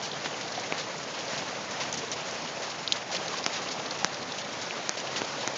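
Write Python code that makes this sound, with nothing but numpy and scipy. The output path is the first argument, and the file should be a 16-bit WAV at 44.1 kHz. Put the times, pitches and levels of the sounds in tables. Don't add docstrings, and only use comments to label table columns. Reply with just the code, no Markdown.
import sys
import numpy as np
from scipy import signal
from scipy.fft import rfft, irfft
from scipy.io import wavfile
from scipy.ndimage import uniform_filter1d

SR = 44100
rng = np.random.default_rng(int(sys.argv[2]) if len(sys.argv) > 2 else 0)


def volts(x):
    e = np.asarray(x, float) / 20
    return 10 ** e


def wav_out(sig):
    wavfile.write(sys.argv[1], SR, np.round(np.clip(np.atleast_2d(sig).T, -1, 1) * 32767).astype(np.int16))


N = 245637


def evened(x):
    return x / np.sqrt(np.mean(x ** 2) + 1e-20)


def add(mix, s, sound):
    part = mix[round(s * SR):][:len(sound)]
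    part += sound[:len(part)]


def spray(table, width, crest_db):
    out = np.zeros(N)
    t, hz = np.arange(4096) / SR, np.fft.rfftfreq(4096, 1 / SR)
    for s, db, centre_hz, length_s in table:
        noise, lumps = rng.standard_normal((2, 4096))
        colour = np.exp(-0.5 * (np.log((hz + 1) / centre_hz) / width) ** 2)
        clumps = np.exp(0.2 * evened(uniform_filter1d(lumps, size=40)))
        droplets = clumps * irfft(rfft(noise) * colour)
        droplets /= np.sqrt(uniform_filter1d(droplets ** 2, size=300))
        attack = 1 - np.exp(-t / 0.00063)
        fade = np.exp(-(t / max(length_s, 0.002)) ** 2)
        add(out, s, volts(db + crest_db) * attack * fade * droplets)
    return out


# t/s, peak level/dB, centre f/Hz, length/s
SPLASHES = [(0.0246, -22.5, 5560, 0.057), (0.2438, -23.5, 2600, 0.033), (0.409, -22, 4470, 0.012),
            (0.7775, -21.5, 3900, 0.038), (1.1857, -22.5, 6120, 0.025), (1.376, -22.5, 4250, 0.022),
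            (1.708, -24, 3700, 0.028), (1.8016, -21, 2750, 0.05), (1.939, -16.5, 6150, 0.012),
            (1.9706, -21.5, 5800, 0.026), (2.1173, -19, 6400, 0.027), (2.484, -27.5, 3060, 0.017),
            (2.6195, -25, 3050, 0.051), (2.6994, -22, 5470, 0.013), (2.958, -24, 6210, 0.022),
            (3.1135, -23, 2680, 0.047), (3.1462, -19, 2680, 0.022), (3.33, -29.5, 3400, 0.024),
            (3.367, -21.5, 4800, 0.032), (3.529, -21.5, 3200, 0.035), (3.5587, -23, 2690, 0.032),
            (3.616, -25.5, 5500, 0.024), (3.71, -20, 6100, 0.026), (3.9868, -25, 3530, 0.037),
            (4.3804, -21, 4960, 0.018), (4.6135, -21, 6190, 0.019), (4.9686, -23, 3520, 0.043),
            (5.1623, -19, 3740, 0.031), (5.407, -25.5, 2500, 0.029), (5.555, -22.5, 3500, 0.024)]


def splashes():
    return spray(SPLASHES, width=0.95, crest_db=-11.0)


# t/s, peak level/dB, centre f/Hz
SPURTS = [(.114, -20.5, 3770), (.131, -22, 3420), (.797, -23, 3850), (.8094, -23, 4100),
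          (1.925, -17.5, 6460), (2.13, -30, 2880), (3.1258, -21, 4970), (3.1544, -20, 3760),
          (3.165, -15.5, 3890), (3.282, -25, 4150), (3.3844, -21.5, 4480), (3.4396, -18, 4830),
          (3.54, -23.5, 3020), (3.686, -20, 4890), (3.796, -23, 2820), (3.8591, -21.5, 4200),
          (3.908, -16, 4670), (4.051, -26.5, 5500), (4.142, -22, 4800), (4.226, -23.5, 4350),
          (4.3196, -22, 5200), (5.16, -17, 3300), (5.2455, -20.5, 4200)]
# t/s, peak level/dB, centre f/Hz, length/s
SPATTER = [
    (2.8772, -16, 3900, .0045),
    (2.9237, -10.5, 3800, .005),
    (2.9224, -11.5, 7300, 0.0067),
]
# t/s, peak level/dB, centre f/Hz
FAR_SPURTS = [(.0478, -26.5, 3470), (.3277, -29, 3000), (.3694, -28, 4680), (.4794, -25, 3730),
              (.5192, -22, 4770), (.55, -26, 3840), (.5944, -25.5, 6340), (.6594, -29, 2830),
              (.9794, -22.5, 6550), (1.03, -25.5, 6260), (1.2794, -25, 3970), (1.4694, -36, 2840),
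              (1.551, -27, 2490), (1.8194, -26.5, 5530), (1.9894, -27.5, 5350), (2.3094, -22.5, 6330),
              (2.3594, -25, 2510), (2.4733, -25, 3000), (2.5614, -36, 5690), (2.7147, -24.5, 3240),
              (2.7871, -30.5, 4300), (4.415, -25, 3650), (4.4494, -34, 3520), (4.5294, -27.5, 5600),
              (4.662, -26.5, 4200), (4.9994, -24, 6630), (5.0694, -25, 2930), (5.1794, -29, 4090),
              (5.4294, -27, 3750)]


def spurts():
    near = [(*row, 0.0063) for row in SPURTS]
    far = [(*row, 0.008) for row in FAR_SPURTS]
    return spray(near + SPATTER + far, width=0.24, crest_db=-12.0)


# f/Hz, level/dB, length/s, kind (0 thud, 1 knock, 2 click
HOUSING = [(340, -.5, 0.0033, 0), (803, -7, 0.0038, 0), (1440, -0.3, 0.0012, 1), (2500, -3, .0011, 0.75),
           (5900, 1.6, 0.00081, 2)]
# t/s, thud level/dB, knock level/dB, click level/dB, pitch factor of the spot
KNOCKS = [
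    (.259, -25, -21, -30, 0.88),
    (.723, -17, -37, -27.5, 1.13),
    (1.333, -26.5, -31, -48, 0.67),
    (3.4633, -21.5, -17, -13, 0.87),
    (4.0455, -18.5, -9, -11, .99),
    (4.709, -30, -34, -39, 1.6),
    (4.893, -23, -18, -11, 1.08),
    (5.2178, -16.5, -29, -34, 1.1),
    (5.4757, -21.5, -16.5, -14.5, 1.05),
]
# t/s, peak level/dB,
# f/Hz, length/s
TICKS = [(.2605, -23.5, 3300, .00094), (.2607, -27, 4700, 0.00086), (.7233, -17, 2380, 0.0027),
         (.7234, -28, 3700, 0.0009), (1.927, -23, 6340, 0.0012), (1.928, -25, 3520, 0.0017),
         (1.976, -26, 5900, .0015), (2.116, -20.5, 6000, .0016), (2.12, -33, 2400, .0017),
         (2.8766, -12, 3900, 0.00089), (2.9225, -5.5, 3600, .001), (2.9226, -16, 6740, 0.00089),
         (3.15, -21, 2500, .0018), (3.281, -24, 4120, .0015), (3.282, -25.5, 6300, 0.0017),
         (3.4635, -9.5, 2820, 0.00064), (3.4634, -17.5, 7060, 0.00089), (4.3205, -27.5, 3560, .004),
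         (4.7083, -22, 2550, .0022), (4.0456, -13, 3700, .0008), (4.8931, -17, 4400, .0008),
         (5.4758, -21, 3600, 0.00091)]


def taps():
    blows = list(TICKS)
    for s, *blow_db, spot in KNOCKS:
        for k, (hz, part_db, length_s, kind) in enumerate(HOUSING):
            swing = (-1) ** k
            blows.append((s, part_db + blow_db[int(kind)], swing * hz * spot, length_s / spot))
    out, t = np.zeros(N), np.arange(1024) / SR
    for s, db, hz, length_s in blows:
        u = 2 * t / length_s
        press = np.sqrt(2 * np.e) * u * np.exp(-u ** 2)
        add(out, s, -volts(db) * press * np.sin(2 * np.pi * hz * t))
    return out


def ring(hz, t60, rise_s, glide=0.):
    t = np.arange(2048) / SR
    shape = (1 - np.exp(-t / rise_s)) * volts(-60 * t / max(t60, 1e-4))
    climb = 1 + glide * np.minimum(t / t60, 1)
    return shape / shape.max() * np.sin(2 * np.pi * hz * t * climb)


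# t/s, peak level/dB, f/Hz
PLOPS = [(.131, -29, 444), (.239, -24.5, 560), (.577, -20, 720), (.611, -24.5, 543), (.805, -31, 549),
         (.901, -29, 950), (.944, -26, 860), (1.189, -30, 520), (1.277, -24.5, 550), (1.813, -25, 1010),
         (1.896, -28, 735), (2.039, -25, 425), (2.129, -27, 630), (2.615, -25, 600), (2.96, -30, 570),
         (3.107, -27, 820), (3.142, -24, 560), (3.339, -24.5, 1080), (3.631, -31, 1030), (3.798, -27, 825),
         (3.994, -32, 644), (4.028, -21.5, 790), (4.97, -27, 597), (5.038, -24, 567), (5.162, -28, 640),
         (5.382, -26, 552), (5.438, -26, 523), (5.497, -26, 540)]


def plops():
    out = np.zeros(N)
    for s, db, hz in PLOPS:
        add(out, s, volts(db - 4.5) * ring(hz, t60=0.035, rise_s=0.0008, glide=0.033))
    return out


# t/s, level/dB
RAIN = [(0, -40.5), (.8, -39.5), (1.05, -40.5), (1.35, -38), (1.64, -41), (1.78, -39), (2.2, -40),
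        (2.84, -40.5), (2.97, -39), (3.04, -43.5), (3.17, -39), (3.5, -39), (4.05, -40), (4.16, -41),
        (4.82, -39.5), (4.94, -41.5), (5.02, -39), (5.57, -39)]


def heaviness(t):
    hiss_db = np.interp(t, *np.transpose(RAIN))
    mean_db = hiss_db.mean()
    low_db = mean_db + 0.84 * (hiss_db - mean_db)
    return hiss_db, low_db


def grains(per_s, spread_db, lo_hz, hi_hz, cycles, count=24):
    lands = rng.random(N) < per_s / SR
    size = volts(spread_db * np.minimum(rng.exponential(1, N), 4.5)) * lands
    size *= rng.choice([-1., 1.], N)
    kind = rng.integers(0, count, N)
    out = np.zeros(N)
    for k, hz in enumerate(np.geomspace(lo_hz, hi_hz, count)):
        tone = ring(hz, cycles / hz, 0.37 / hz, 0.1)
        out += signal.oaconvolve(size * (kind == k), tone)[:N]
    return evened(out)


def near_drops():
    hiss_db, low_db = heaviness(np.arange(N) / SR)
    crackle = volts(hiss_db - 9.0) * grains(1500, 3.1, 1480, 7500, 4.1)
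    gurgle = volts(low_db - 5.5) * grains(400, 2.4, 444, 1240, 9.8)
    pings = volts(hiss_db - 12.0) * grains(150, 3.1, 2500, 7000, 16.0, count=16)
    return crackle + gurgle + pings


# f/Hz, level/dB (per Hz)
WASH = [(88, -34), (150, -2), (315, -0.5), (386, -7.5), (431, -2), (573, 1), (1390, -5.5), (1810, -6.5),
        (3150, -10.5), (6500, -12.5), (8450, -41), (14300, -120)]


def wash(patchy_db=1.0, flicker_db=1.32, split_hz=1300):
    frames, hz = N // 128 + 5, np.fft.rfftfreq(512, 1 / SR)
    a, b, patches = rng.standard_normal((frames, 257, 3)).T
    patches = uniform_filter1d(patches, size=8, axis=0)
    patches = evened(uniform_filter1d(patches, size=14, axis=1))
    flicker = evened(uniform_filter1d(rng.standard_normal(frames), size=6))
    hiss_db, low_db = heaviness(np.arange(frames) * 128 / SR)
    treble = (1 / (1 + (split_hz / (hz + 1)) ** 2))[:, None]
    treble_db = hiss_db - hiss_db.mean() + flicker_db * flicker
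    swell_db = treble * treble_db + (1 - treble) * (low_db - low_db.mean())
    points = [(np.log(f), db) for f, db in WASH if db > -20]
    colour_db = np.interp(np.log(hz + 1), *np.transpose(points))[:, None]
    spectrum = (a + 1j * b) * volts(colour_db) * volts(swell_db + patchy_db * patches)
    noise = signal.istft(spectrum, nperseg=512, noverlap=384)[1][:N]
    return volts(-34.0) * evened(noise)


def scene():
    rain = splashes() + spurts() + taps() + plops() + near_drops() + wash()
    return rain[None]


def converter(dry):
    sampled = irfft(rfft(dry) * (np.fft.rfftfreq(N, 1 / SR) < 8000), N)
    return sampled * (1 + volts(4.5) * np.cos(2 * np.pi * 16000 * np.arange(N) / SR))


# f/Hz, level/dB
MIC = [(20, -49.5), (50, -32), (80, -12), (140, -1), (300, -1.5), (6300, 1), (6960, -1), (7400, -17),
       (7900, -28.5), (9000, -37), (9400, -74.5)]


def microphone(x):
    hz = abs(np.fft.fftfreq(8192, 1 / SR))
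    f, db = np.transpose(MIC)
    gain_db = np.interp(np.log(hz + 1), np.log(f + 1), db)
    log_gain = np.log(volts(gain_db))
    response = np.fft.ifft(np.exp(np.conj(signal.hilbert(log_gain)))).real[:4096]
    return signal.oaconvolve(x, response[None])[:, :N]


def low_pass(x):
    return signal.sosfilt(signal.butter(12, 9260, fs=SR, output="sos"), x)


def record(dry):
    heard = microphone(converter(dry))
    return low_pass(heard)


dry = scene()
out = record(dry)
wav_out(out)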